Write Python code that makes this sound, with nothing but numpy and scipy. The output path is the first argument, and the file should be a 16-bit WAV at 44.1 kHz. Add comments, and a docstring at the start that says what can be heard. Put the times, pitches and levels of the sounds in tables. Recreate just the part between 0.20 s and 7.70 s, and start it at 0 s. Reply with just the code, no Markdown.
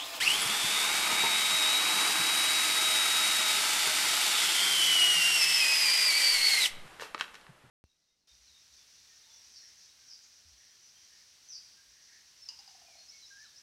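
"""Cordless drill winding a trailer jack

Outdoors, close to a house wall, with a hand-held microphone. The drill spins up and whines freely while
the slack jack rattles. Then the jack takes the weight: the motor slows, sags once per crank turn, and the
planetary gears sing until the trigger is let go. The microphone is bumped, and the socket is worked off
with a few knocks. Feet shuffle on the ground, with air and traffic in the distance."""
import sys
import numpy as np
from scipy import signal
from scipy.fft import rfft, irfft
from scipy.io import wavfile

SR = 44100
rng = np.random.default_rng(int(sys.argv[2]) if len(sys.argv) > 2 else 0)


def pcm_store(signal):
    """Save signal as 16-bit PCM."""
    levels = np.round(np.clip(np.atleast_2d(signal), -1, 1) * 32767)
    wavfile.write(sys.argv[1], SR, levels.astype(np.int16).T)


N = 330750
TIME = np.arange(N) / SR
MESH_ORDER, ROTOR_ORDER = 11.25, 12  # beats per motor turn

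# The teeth slam across their play. Each row: centre and half-width in seconds, full boost in dB.
TOOTH_SLAMS = [(.078, 0.007, 14), (.103, .008, 4), (5.222, 0.02, 8), (5.69, 0.027, 3.5),
               (6.445, 0.025, 5.5)]


def drill():
    """Tones locked to the motor shaft and the clatter of gears and jack, started and cut by the trigger."""
    # Gear torque, first inertia, later the trailer's weight. Each row: time in seconds, share of 1.
    torque = [(.08, 0.35), (.18, 0.05), (3.7, 0.04), (4.7, 0.35)]
    load = curve(torque)
    speed, strain, bind = motor()
    judder = (.0008 + .003 * strain ** 3) * wander(25) + .0006 * wander(5)
    turns = np.cumsum(speed * (1 + judder)) / SR
    tones = motor_whine(turns) + gear_mesh(turns, speed, load, strain, bind) + shaft_tones(turns, load)
    singing = np.minimum(speed / 151, 1) ** 3  # tones die away below 151 turns a second
    carrier_pressure = undb(.5 * np.sin(2 * np.pi * turns / 4) + .5 * wander(19))  # swings once a round
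    clatter = teeth(MESH_ORDER * turns, count=45, wear=.39, scatter_db=2, sliding=1) * carrier_pressure
    rattle = gearbox_hiss(clatter, turns, load, strain) + housing_growl(clatter, strain)
    slack = teeth(2.73 * turns, count=45, wear=.43, scatter_db=-.5, sliding=.99) * undb(.52 * wander(40))
    rattle += jack_rattle(slack, strain) + metal_rings(slack) + housing_chirps() + gear_churn(slack, strain)
    # So small a body radiates no bass.
    rattle = signal.sosfilt(signal.butter(4, 150, "high", fs=SR, output="sos"), rattle)
    attack_s, cut_s, cut_db_per_s = .0027, 6.461, 417
    trigger = (1 - np.exp(-TIME / attack_s)) * undb(-cut_db_per_s * np.maximum(TIME - cut_s, 0))
    return (tones * singing + rattle) * trigger


def motor():
    """Turns per second, strain (0 free, 1 labouring) and how hard the crank binds, once each turn."""
    # Speed before run-up, sag and braking. Each row: time in seconds, turns per second.
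    cruise_speeds = [(0, 286.5), (.37, 301.5), (.6, 310), (.76, 318.5), (.97, 314.8), (1.2, 317.5),
                     (1.45, 316.7), (1.55, 320.3), (2.3, 321), (2.6, 318.2), (3.2, 317.7), (3.64, 313),
                     (4, 316.8), (4.15, 310.2), (4.3, 297.7), (4.55, 277), (4.63, 273), (4.73, 265),
                     (4.85, 261), (4.94, 255), (5.19, 244), (5.24, 238), (5.35, 233), (5.49, 228),
                     (5.55, 223), (5.72, 219), (6.04, 206), (6.17, 203), (6.39, 188.5), (6.45, 177.5)]
    turns_per_crank, tight_spot_s, sag_hz = 52.56, 5.227, 11
    drag_s, drag_hz, release_s, brake_s = .275, 6, 6.447, .06
    cruise = curve(cruise_speeds)
    strain = np.clip((np.maximum.accumulate(cruise) - cruise) / 120, 0, 1)  # speed lost from the top
    crank = np.cumsum(cruise) / SR / turns_per_crank
    crank -= np.interp(tight_spot_s, TIME, crank)
    bind = strain * (.5 + .5 * np.cos(2 * np.pi * crank)) ** 3.1
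    # The socket sits askew and drags once a crank turn until it seats.
    askew = np.exp(-TIME / .7) * np.cos(2 * np.pi * (crank - np.interp(drag_s, TIME, crank)))
    spin_up = 1 - .68 * np.exp(-TIME / .055)
    brake = np.clip(1 - (TIME - release_s) / brake_s, 0, 1)
    return (cruise * spin_up - sag_hz * bind - drag_hz * askew) * brake, strain, bind


def motor_whine(turns):
    """The rotor whines at twelve beats a turn."""
    # The whine's loudness. Each row: time in seconds, level in dB.
    levels = [(0, -43), (.45, -37), (.6, -36), (.9, -38), (1, -30), (1.08, -33), (1.27, -32), (1.53, -28.5),
              (1.66, -33), (1.94, -36), (2.02, -33), (2.48, -33), (2.8, -31), (3.1, -32), (3.36, -36.5),
              (3.46, -44), (3.62, -40), (4.15, -40.5), (4.4, -46), (4.6, -52)]
    gain = undb(curve(levels) + .3 * wander(6))
    return gain * tone(ROTOR_ORDER * turns, flutter=.1, grit=.036, grit_hz=150)


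def gear_mesh(turns, speed, load, strain, bind):
    """Meshing teeth sing; the tone and its squealing octave swell as they cross housing resonances."""
    # How strongly the housing radiates a tone. Each row: pitch in Hz, gain in dB.
    housing = [(1300, -54), (1950, -43), (2090, -31), (2330, -32), (2430, -34), (2530, -30.5),
               (2630, -33.5), (2750, -28.5), (2900, -23.5), (3050, -26), (3180, -28), (3270, -36.5),
               (3450, -32.5), (3555, -36), (3610, -45), (3720, -31), (4250, -32), (4400, -29), (5000, -31),
               (5300, -29.5), (5550, -40.5), (5900, -44.5), (6400, -50), (7000, -57)]
    # The tone swells and sinks as teeth shift. Each row: centre and half-width in seconds, change in dB.
    tooth_shifts = [(.01, .03, -12), (.14, .03, -2.5), (1, .1, -4), (3.85, .1, -7), (4.47, .09, -2),
                    (4.83, .06, 2), (5.05, .03, 3), (5.17, .03, 2), (5.43, .03, 4), (5.52, .03, 4.5),
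                    (5.6, .04, -4), (5.94, .05, 2.5), (6.21, .06, -5), (6.37, .06, 4)]
    # The squeal falters. Each row: centre and half-width in seconds, change in dB.
    squeal_gaps = [(5.285, 0.023, -5), (5.39, 0.01, -6), (5.51, .05, -4.5), (6.012, 0.012, -7),
                   (6.31, .012, -3), (6.385, .025, -3)]
    mesh, mesh_hz = MESH_ORDER * turns, MESH_ORDER * speed
    housing_hz, housing_db = np.transpose(housing)
    slam_db = swells(TOOTH_SLAMS)
    mesh_db = np.interp(mesh_hz, housing_hz, housing_db) - 7.5 * (1 - load) + 3 * bind
    mesh_db += (1 - strain) * slam_db + swells(tooth_shifts)
    # The octave fades unless the motor labours or is just starting.
    ease = (1 - strain) * (1 - .6 * np.exp(-(TIME / .046) ** 4))
    octave_db = np.interp(2 * mesh_hz, housing_hz, housing_db) - 20 * ease ** 3 - 3.5 * bind
    octave_db += strain * slam_db + swells(squeal_gaps)
    chatter = .12 + .7 * np.exp(-TIME / .072)
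    fundamental = tone(mesh, flutter=.14, grit=chatter, grit_hz=259)
    sideband = tone(mesh + turns, flutter=.56, grit=.27, grit_hz=120)
    octave = tone(2 * mesh, flutter=.28, grit=.33 + .17 * strain ** 3, grit_hz=280)
    rasp = tone(3 * mesh, flutter=.63, grit=.42, grit_hz=320)
    return (undb(mesh_db + 2.2 - strain ** 2) * fundamental
            + undb(-29) * load * np.sqrt(1 - strain) * sideband
            + undb(octave_db + 1.5) * octave
            + undb(mesh_db - 19.5) * rasp)


def shaft_tones(turns, load):
    """The slower gear stage hums under the lesser tones of rotor and gears."""
    # The slow stage's hum. Each row: time in seconds, relative level in dB.
    hum_levels = [(0, -56), (1.3, -67.5), (4.2, -67.5), (4.5, -63.5), (5.44, -64), (5.52, -84)]
    # Lesser tones. Each row: multiple of motor speed, relative dB running free and at full load.
    orders = [(1, -57, -90), (1.995, -49, -84), (2.717, -48.5, -78), (2.983, -51, -80), (3.995, -45, -67),
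              (4.97, -47.5, -60), (7.97, -45.5, -82), (13.55, -48, -50), (14.15, -51, -52)]
    spin_up_db = -14 * np.exp(-TIME / .42)  # unbalance is heard only at full speed
    hum_gain = undb(curve(hum_levels) + spin_up_db + 3.2 * wander(7.5))
    out = hum_gain * tone(2 * turns / 3, flutter=.28, grit=.06, grit_hz=60)
    smear_radians = .3 + 2 * load  # loaded gears judder, so their tones turn to a grind
    for order, free_db, loaded_db in orders:
        db = (1 - load) * (free_db + spin_up_db) + load * loaded_db + 3 * wander(3.9) - 4
        out += np.sqrt(2) * undb(db) * np.sin(2 * np.pi * order * turns + smear_radians * wander(28.5))
    return out


def gearbox_hiss(clatter, turns, load, strain):
    """Tooth clatter hisses through the gearbox, changing colour with load; the rotor rings the shell."""
    # The gearbox's colour, free and loaded. Each row: frequency in Hz, gain in dB.
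    free_colour = [(700, -14), (1600, 3), (2150, 5.5), (2900, 4.5), (3400, 3), (4500, 4), (5700, 0.5),
                   (6400, 2), (7300, 2.5), (9200, 2.5), (10500, -3), (12000, -3.5), (13000, -8.5),
                   (14500, -3)]
    loaded_colour = [(170, -55), (400, -9), (520, -16), (700, -1), (1650, -41), (2050, -8), (3100, 14),
                     (3650, 1), (4500, 7), (5700, 9), (6500, -3.5), (8100, 3.5), (9200, -5), (10500, -1),
                     (12000, -4.5), (13000, -21), (14500, 2)]
    # Narrow notes of the drill's shell. Each row: pitch and width in Hz, gain in dB.
    shell_modes = [(2275, 44, 11), (2930, 280, 2.5), (4420, 60, 3), (4620, 50, 3), (5090, 90, 5)]
    hiss = np.sqrt(1 - load) * unit(colour(clatter, free_colour))
    hiss += np.sqrt(load) * unit(colour(clatter, loaded_colour))
    rotor_ticks = teeth(ROTOR_ORDER * turns, count=12, wear=.3, scatter_db=2, sliding=.7)
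    hiss += undb(-10) * unit(ring(rotor_ticks, shell_modes))
    run_in_db = -2.5 * np.exp(-(TIME / 2.05) ** 2)
    slam_db = .39 * strain * swells(TOOTH_SLAMS)
    return hiss * undb(-30.5 - 2.5 * np.sqrt(strain) * load + slam_db + run_in_db)


def housing_growl(clatter, strain):
    """As the mesh slows it nears the housing's own note and sets it growling."""
    note = ring(clatter, [(2005, 140, 28), (2190, 360, -37)])
    growl = colour(note, [(1200, -101), (1900, -3.5), (2700, -4), (4000, 0)])
    return unit(growl) * undb(-51 + 12.5 * strain)


def gear_churn(slack, strain):
    """The gears churn unevenly in one broad note that fades as the motor labours."""
    # The gearbox's broad resonance. Each row: pitch and width in Hz, gain in dB.
    mode = [(2270, 770, 0)]
    return unit(ring(ring(slack, mode), mode)) * (1 - strain) ** 2 * undb(-45.5 + 2.8 * wander(16))


def jack_rattle(slack, strain):
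    """The slack jack rattles, and quietens as it takes the weight."""
    # The steel jack and trailer tongue. Each row: pitch and width in Hz, gain in dB.
    jack_modes = [(202, 41, -7), (350, 137, -3), (481, 93, -5), (752, 22, 2), (838, 92, 2.5), (986, 220, 5),
                  (1230, 150, 7), (1410, 140, 2), (1660, 270, -3)]
    # The drill rocks on the crank. Each row: centre and half-width in seconds, boost in dB.
    jolts = [(.23, 0.031, 2.5), (.34, 0.016, 6), (.8, 0.28, 3.5), (1.05, 0.048, 4), (1.82, 0.32, 4.5),
             (3.68, 0.025, 2)]
    steel = colour(ring(slack, jack_modes), [(60, -57), (170, -3), (1700, -1.5), (3500, -2)])
    return unit(steel) * undb(-39.5 - 8 * strain + swells(jolts) + .89 * wander(32))


def metal_rings(slack):
    """Clatter keeps narrow notes of gearbox and jack ringing; they come and go as the drill shifts."""
    # Each row: start and end in seconds, pitch and filter width in Hz, level in dB.
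    notes = [(.05, .8, 7680, 250, -50), (.55, 1.5, 2170, 300, -43), (.85, 1.55, 7470, 280, -48.5),
             (1.55, 2.5, 320, 60, -58), (1.6, 2.5, 4800, 70, -45.5), (1.75, 3.1, 8950, 450, -45),
             (2.1, 2.9, 9600, 400, -50), (2.2, 4.4, 7230, 280, -48.5), (2.6, 4.3, 1310, 200, -49),
             (3.3, 4.2, 4480, 160, -44.5), (3.3, 4, 5750, 300, -48), (4.2, 5.45, 3080, 330, -39.5),
             (4.2, 5.1, 385, 150, -61), (4.2, 5.2, 1410, 190, -49.5), (4.6, 5, 720, 60, -57.5),
             (4.75, 5.4, 8170, 400, -45.5), (5.2, 5.6, 10550, 400, -51), (5.6, 6.45, 8900, 450, -48)]
    out, fade_s = np.zeros(N), .094
    for start, end, hz, width, db in notes:
        mode = [(hz, width, 0)]
        held = np.clip(np.minimum(TIME - start, end - TIME) / fade_s + .5, 0, 1)
        out += unit(ring(ring(slack, mode), mode)) * held * undb(db + 1.5 * wander(5.4))
    return out


def housing_chirps():
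    """The gearbox housing chirps briefly with short, rough ringing."""
    # Each row: centre and half-width in seconds, pitch in Hz, level in dB.
    squeaks = [(.223, .007, 11000, -34), (.264, .008, 9550, -40), (1.005, .018, 2320, -36),
               (1.157, .009, 2280, -32), (2.396, .008, 2150, -32)]
    return sum(undb(db) * bell(at, half_width) * tone(hz * TIME, flutter=.1, grit=.33, grit_hz=200)
               for at, half_width, hz, db in squeaks)


def socket_removal():
    """Short blows ring the socket and thud in the jack; the socket scrapes as it slides off."""
    # Blows. Each row: start in seconds, level in dB, the jack's thud in relative dB, treble cutoff in Hz.
    knocks = [(6.7976, -43, 3, 5000), (6.8219, -39, 27, 5500), (6.834, -49, -6, 5000),
              (6.855, -49, 17, 4000), (6.9466, -33, 15, 4500), (6.979, -46.5, -12, 4000),
              (6.998, -42, -19, 6000), (7.01, -28.5, -30, 5200), (7.0132, -42, -17, 5000),
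              (7.022, -43, -23, 4460), (7.042, -47, -12, 3500), (7.0813, -55, -16, 3500),
              (7.144, -50.5, -18, 7000), (7.154, -50, -18, 7000), (7.213, -59, -16, 5500),
              (7.267, -55, -12, 3500)]
    # Slides on the crank stub. Each row: start and length in seconds, level in dB.
    slides = [(6.799, 0.032, -44), (6.981, 0.043, -48), (7.133, .015, -58)]
    # Socket with chuck, and the jack's tube. Each row: pitch and width in Hz, gain in dB.
    socket_modes = [(1200, 200, 0), (1480, 190, 6), (1770, 170, 7.5), (2200, 230, 3.5), (2650, 260, 3.5),
                    (3150, 230, -1), (3830, 260, 0), (5100, 700, -11), (6600, 1200, -20),
                    (11000, 3000, -22)]
    tube_modes = [(332, 97, -13), (478, 86, 1), (620, 200, -2), (950, 160, 2), (1210, 240, 2)]
    out, t = np.zeros(N), TIME[:SR // 8]
    for at, db, thud_db, cutoff_hz in knocks:
        buzz = 1.1 * np.exp(-t / .002) + .16 * np.exp(-t / .016)  # loose parts
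        push = .075 * rng.standard_normal(len(t)) * buzz
        push[0] += .7  # one clean contact
        blow = ring(push, socket_modes) + undb(thud_db) * ring(push, tube_modes)
        add(out, at, soften(blow, cutoff_hz), db)
    grains = rng.standard_normal(N) * undb(1.6 * wander(350))
    scrape = unit(ring(grains, socket_modes) + undb(-2) * ring(grains, tube_modes))
    sliding = np.zeros(N)
    for at, length, db in slides:
        attack = np.clip((TIME - at) / .0094, 0, 1)
        release = np.exp(-np.maximum(TIME - at - length, 0) / .041)
        sliding += undb(db) * attack * release
    return out + soften(scrape * sliding, 14000)


def crank_clonks():
    """The turning crank strikes inside the jack's head, with a low boom."""
    # Each row: start in seconds, level in dB, boom in relative dB.
    clonks = [(0.925, -37.5, -8), (1.037, -29, -2), (1.05, -35, 2), (1.062, -38, 0), (3.672, -38, 6)]
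    # The jack's head and its boom. Each row: pitch and width in Hz, gain in dB.
    head_modes = [(915, 29, 15), (980, 65, 3)]
    boom_modes = [(165, 28, -8), (267, 78, -5), (417, 55, 4)]
    out, push = np.zeros(N), np.exp(-TIME[:SR // 8] / .00012)
    for at, db, boom_db in clonks:
        clonk = ring(push, head_modes) + undb(boom_db) * ring(push, boom_modes)
        add(out, at, soften(clonk, 1500), db)
    return out


def steps_and_bumps():
    """Dull low thumps: footsteps, and bumps of the hand-held microphone as the drill stops."""
    # Each row: start in seconds, level in dB, pitch in Hz.
    thumps = [(0.246, -44, 125), (0.286, -43, 190), (0.436, -41, 145), (0.917, -40.5, 203),
              (1.32, -47, 136), (1.76, -47, 170), (1.992, -43.5, 145), (6.499, -56, 95.5),
              (6.561, -53, 110), (6.615, -58, 125), (6.645, -53, 145), (7.287, -49, 131), (7.435, -54, 120)]
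    out, t = np.zeros(N), TIME[:SR // 4]
    for at, db, hz in thumps:
        push = rng.standard_normal(len(t)) * (1 - np.exp(-t / .0056)) * np.exp(-t * hz / 1.8)
        mode = [(hz, 1.2 * hz, 0)]
        add(out, at, ring(ring(push, mode), mode), db)
    return out


def microphone_sway():
    """A deep soft push of air, there and back, whenever the hand swings the microphone."""
    # Each row: centre and half-width in seconds, relative level in dB.
    sways = [(6.184, .04, -50), (6.579, 0.038, -40.5), (6.62, 0.034, -53)]
    return sum(undb(db) * 2 * (TIME - at) / half_width * bell(at, half_width)
               for at, half_width, db in sways)


def yard(x, early_db, tail_db, t60_low, t60_high):
    """The trailer's front throws the sound straight back; the walls around keep a faint dull tail."""
    t = TIME[:SR]
    early = rng.standard_normal(SR) * np.exp(-t / .019) * (t > .003)
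    noise = rng.standard_normal(SR)
    low = soften(noise, 3500)
    tail = (low * undb(-60 * t / t60_low) + .5 * (noise - low) * undb(-60 * t / t60_high)) * (t > .012)
    echo = undb(early_db) * early / np.linalg.norm(early) + undb(tail_db) * tail / np.linalg.norm(tail)
    return x + signal.fftconvolve(x, echo)[:N]


def distant_air():
    """Air and traffic far from the microphone: a dull, slowly drifting wash."""
    # Each row: frequency in Hz, gain in dB.
    air_colour = [(25, 0.5), (70, -5), (130, -4.5), (300, -3.5), (700, -1), (1400, -0.5), (3000, -7),
                  (6000, -16), (10000, -17.5), (14000, -27)]
    drift_db = curve([(0, 12.5), (2, 9), (3.5, 7), (6.2, 0), (6.55, 7), (7.5, -1.5)])
    return unit(colour(rng.standard_normal(N), air_colour)) * undb(-60.5 + drift_db + 1.7 * wander(1.1))


def tone(turns, flutter, grit, grit_hz):
    """A machine tone: it flutters slowly, and unequal teeth spread a rough skirt around it."""
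    angle = 2 * np.pi * turns
    along = 1 + flutter * wander(23.5) + grit * wander(grit_hz)
    across = flutter * wander(32) + grit * wander(grit_hz)
    return np.sqrt(2) * (along * np.sin(angle) + across * np.cos(angle))


def teeth(turns, count, wear, scatter_db, sliding):
    """Each tooth lands with a force set by its own wear and by chance; the flanks rub in between."""
    tooth = np.floor(turns).astype(int)
    lands = np.diff(tooth, prepend=0)
    chance = np.clip(rng.standard_normal(N) * undb(scatter_db * rng.standard_normal(N)), -2, 2)
    force = wear * rng.standard_normal(count)[tooth % count] + chance
    return unit(lands * force) + sliding * rng.standard_normal(N)


def ring(x, modes):
    """Pass a push through (Hz, width in Hz, dB) resonances."""
    return sum(undb(db) * signal.lfilter(*signal.iirpeak(hz, hz / width, SR), x) for hz, width, db in modes)


def colour(x, points):
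    """Shape a sound by (Hz, dB) points."""
    hz, db = np.transpose(points)
    bins = np.maximum(np.fft.rfftfreq(len(x), 1 / SR), 1)
    return irfft(rfft(x) * undb(np.interp(np.log(bins), np.log(hz), db)), len(x))


def soften(x, hz):
    """Roll off the treble above hz, as a soft contact does."""
    return signal.sosfilt(signal.butter(2, hz, fs=SR, output="sos"), x)


def wander(hz):
    """Smooth chance of spread 1 that moves up to hz times a second."""
    return unit(soften(rng.standard_normal(N), hz))


def curve(table):
    """Join (seconds, value) rows by straight lines."""
    return np.interp(TIME, *np.transpose(table))


def bell(at, half_width):
    """A smooth bump of height 1."""
    return np.exp(-((TIME - at) / half_width) ** 2)


def swells(table):
    """Smooth rises and dips in dB."""
    return sum(db * bell(at, half_width) for at, half_width, db in table)


def add(out, at, sound, db):
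    """Mix in a short sound at a time; db is its energy spread over 10 ms."""
    start = int(at * SR)
    size = np.sqrt(np.sum(sound ** 2) / (SR // 100))
    out[start:start + len(sound)] += (undb(db) * sound / size)[:N - start]


def undb(db):
    return 10 ** (np.asarray(db) / 20)


def unit(x):
    return x / np.sqrt(np.mean(x ** 2))


def scene():
    """The nearby work and its echo over distant air, at one hand-held microphone."""
    air = distant_air()
    work = drill() + socket_removal() + crank_clonks() + steps_and_bumps()
    near = yard(work, early_db=-14, tail_db=-18.5, t60_low=.52, t60_high=.46)
    return (near + air + microphone_sway())[None]


def record(dry):
    """A steep low-pass cuts the top above 13.8 kHz."""
    return signal.sosfilt(signal.ellip(10, .2, 80, 13800, fs=SR, output="sos"), dry)


dry = scene()
out = record(dry)
pcm_store(out)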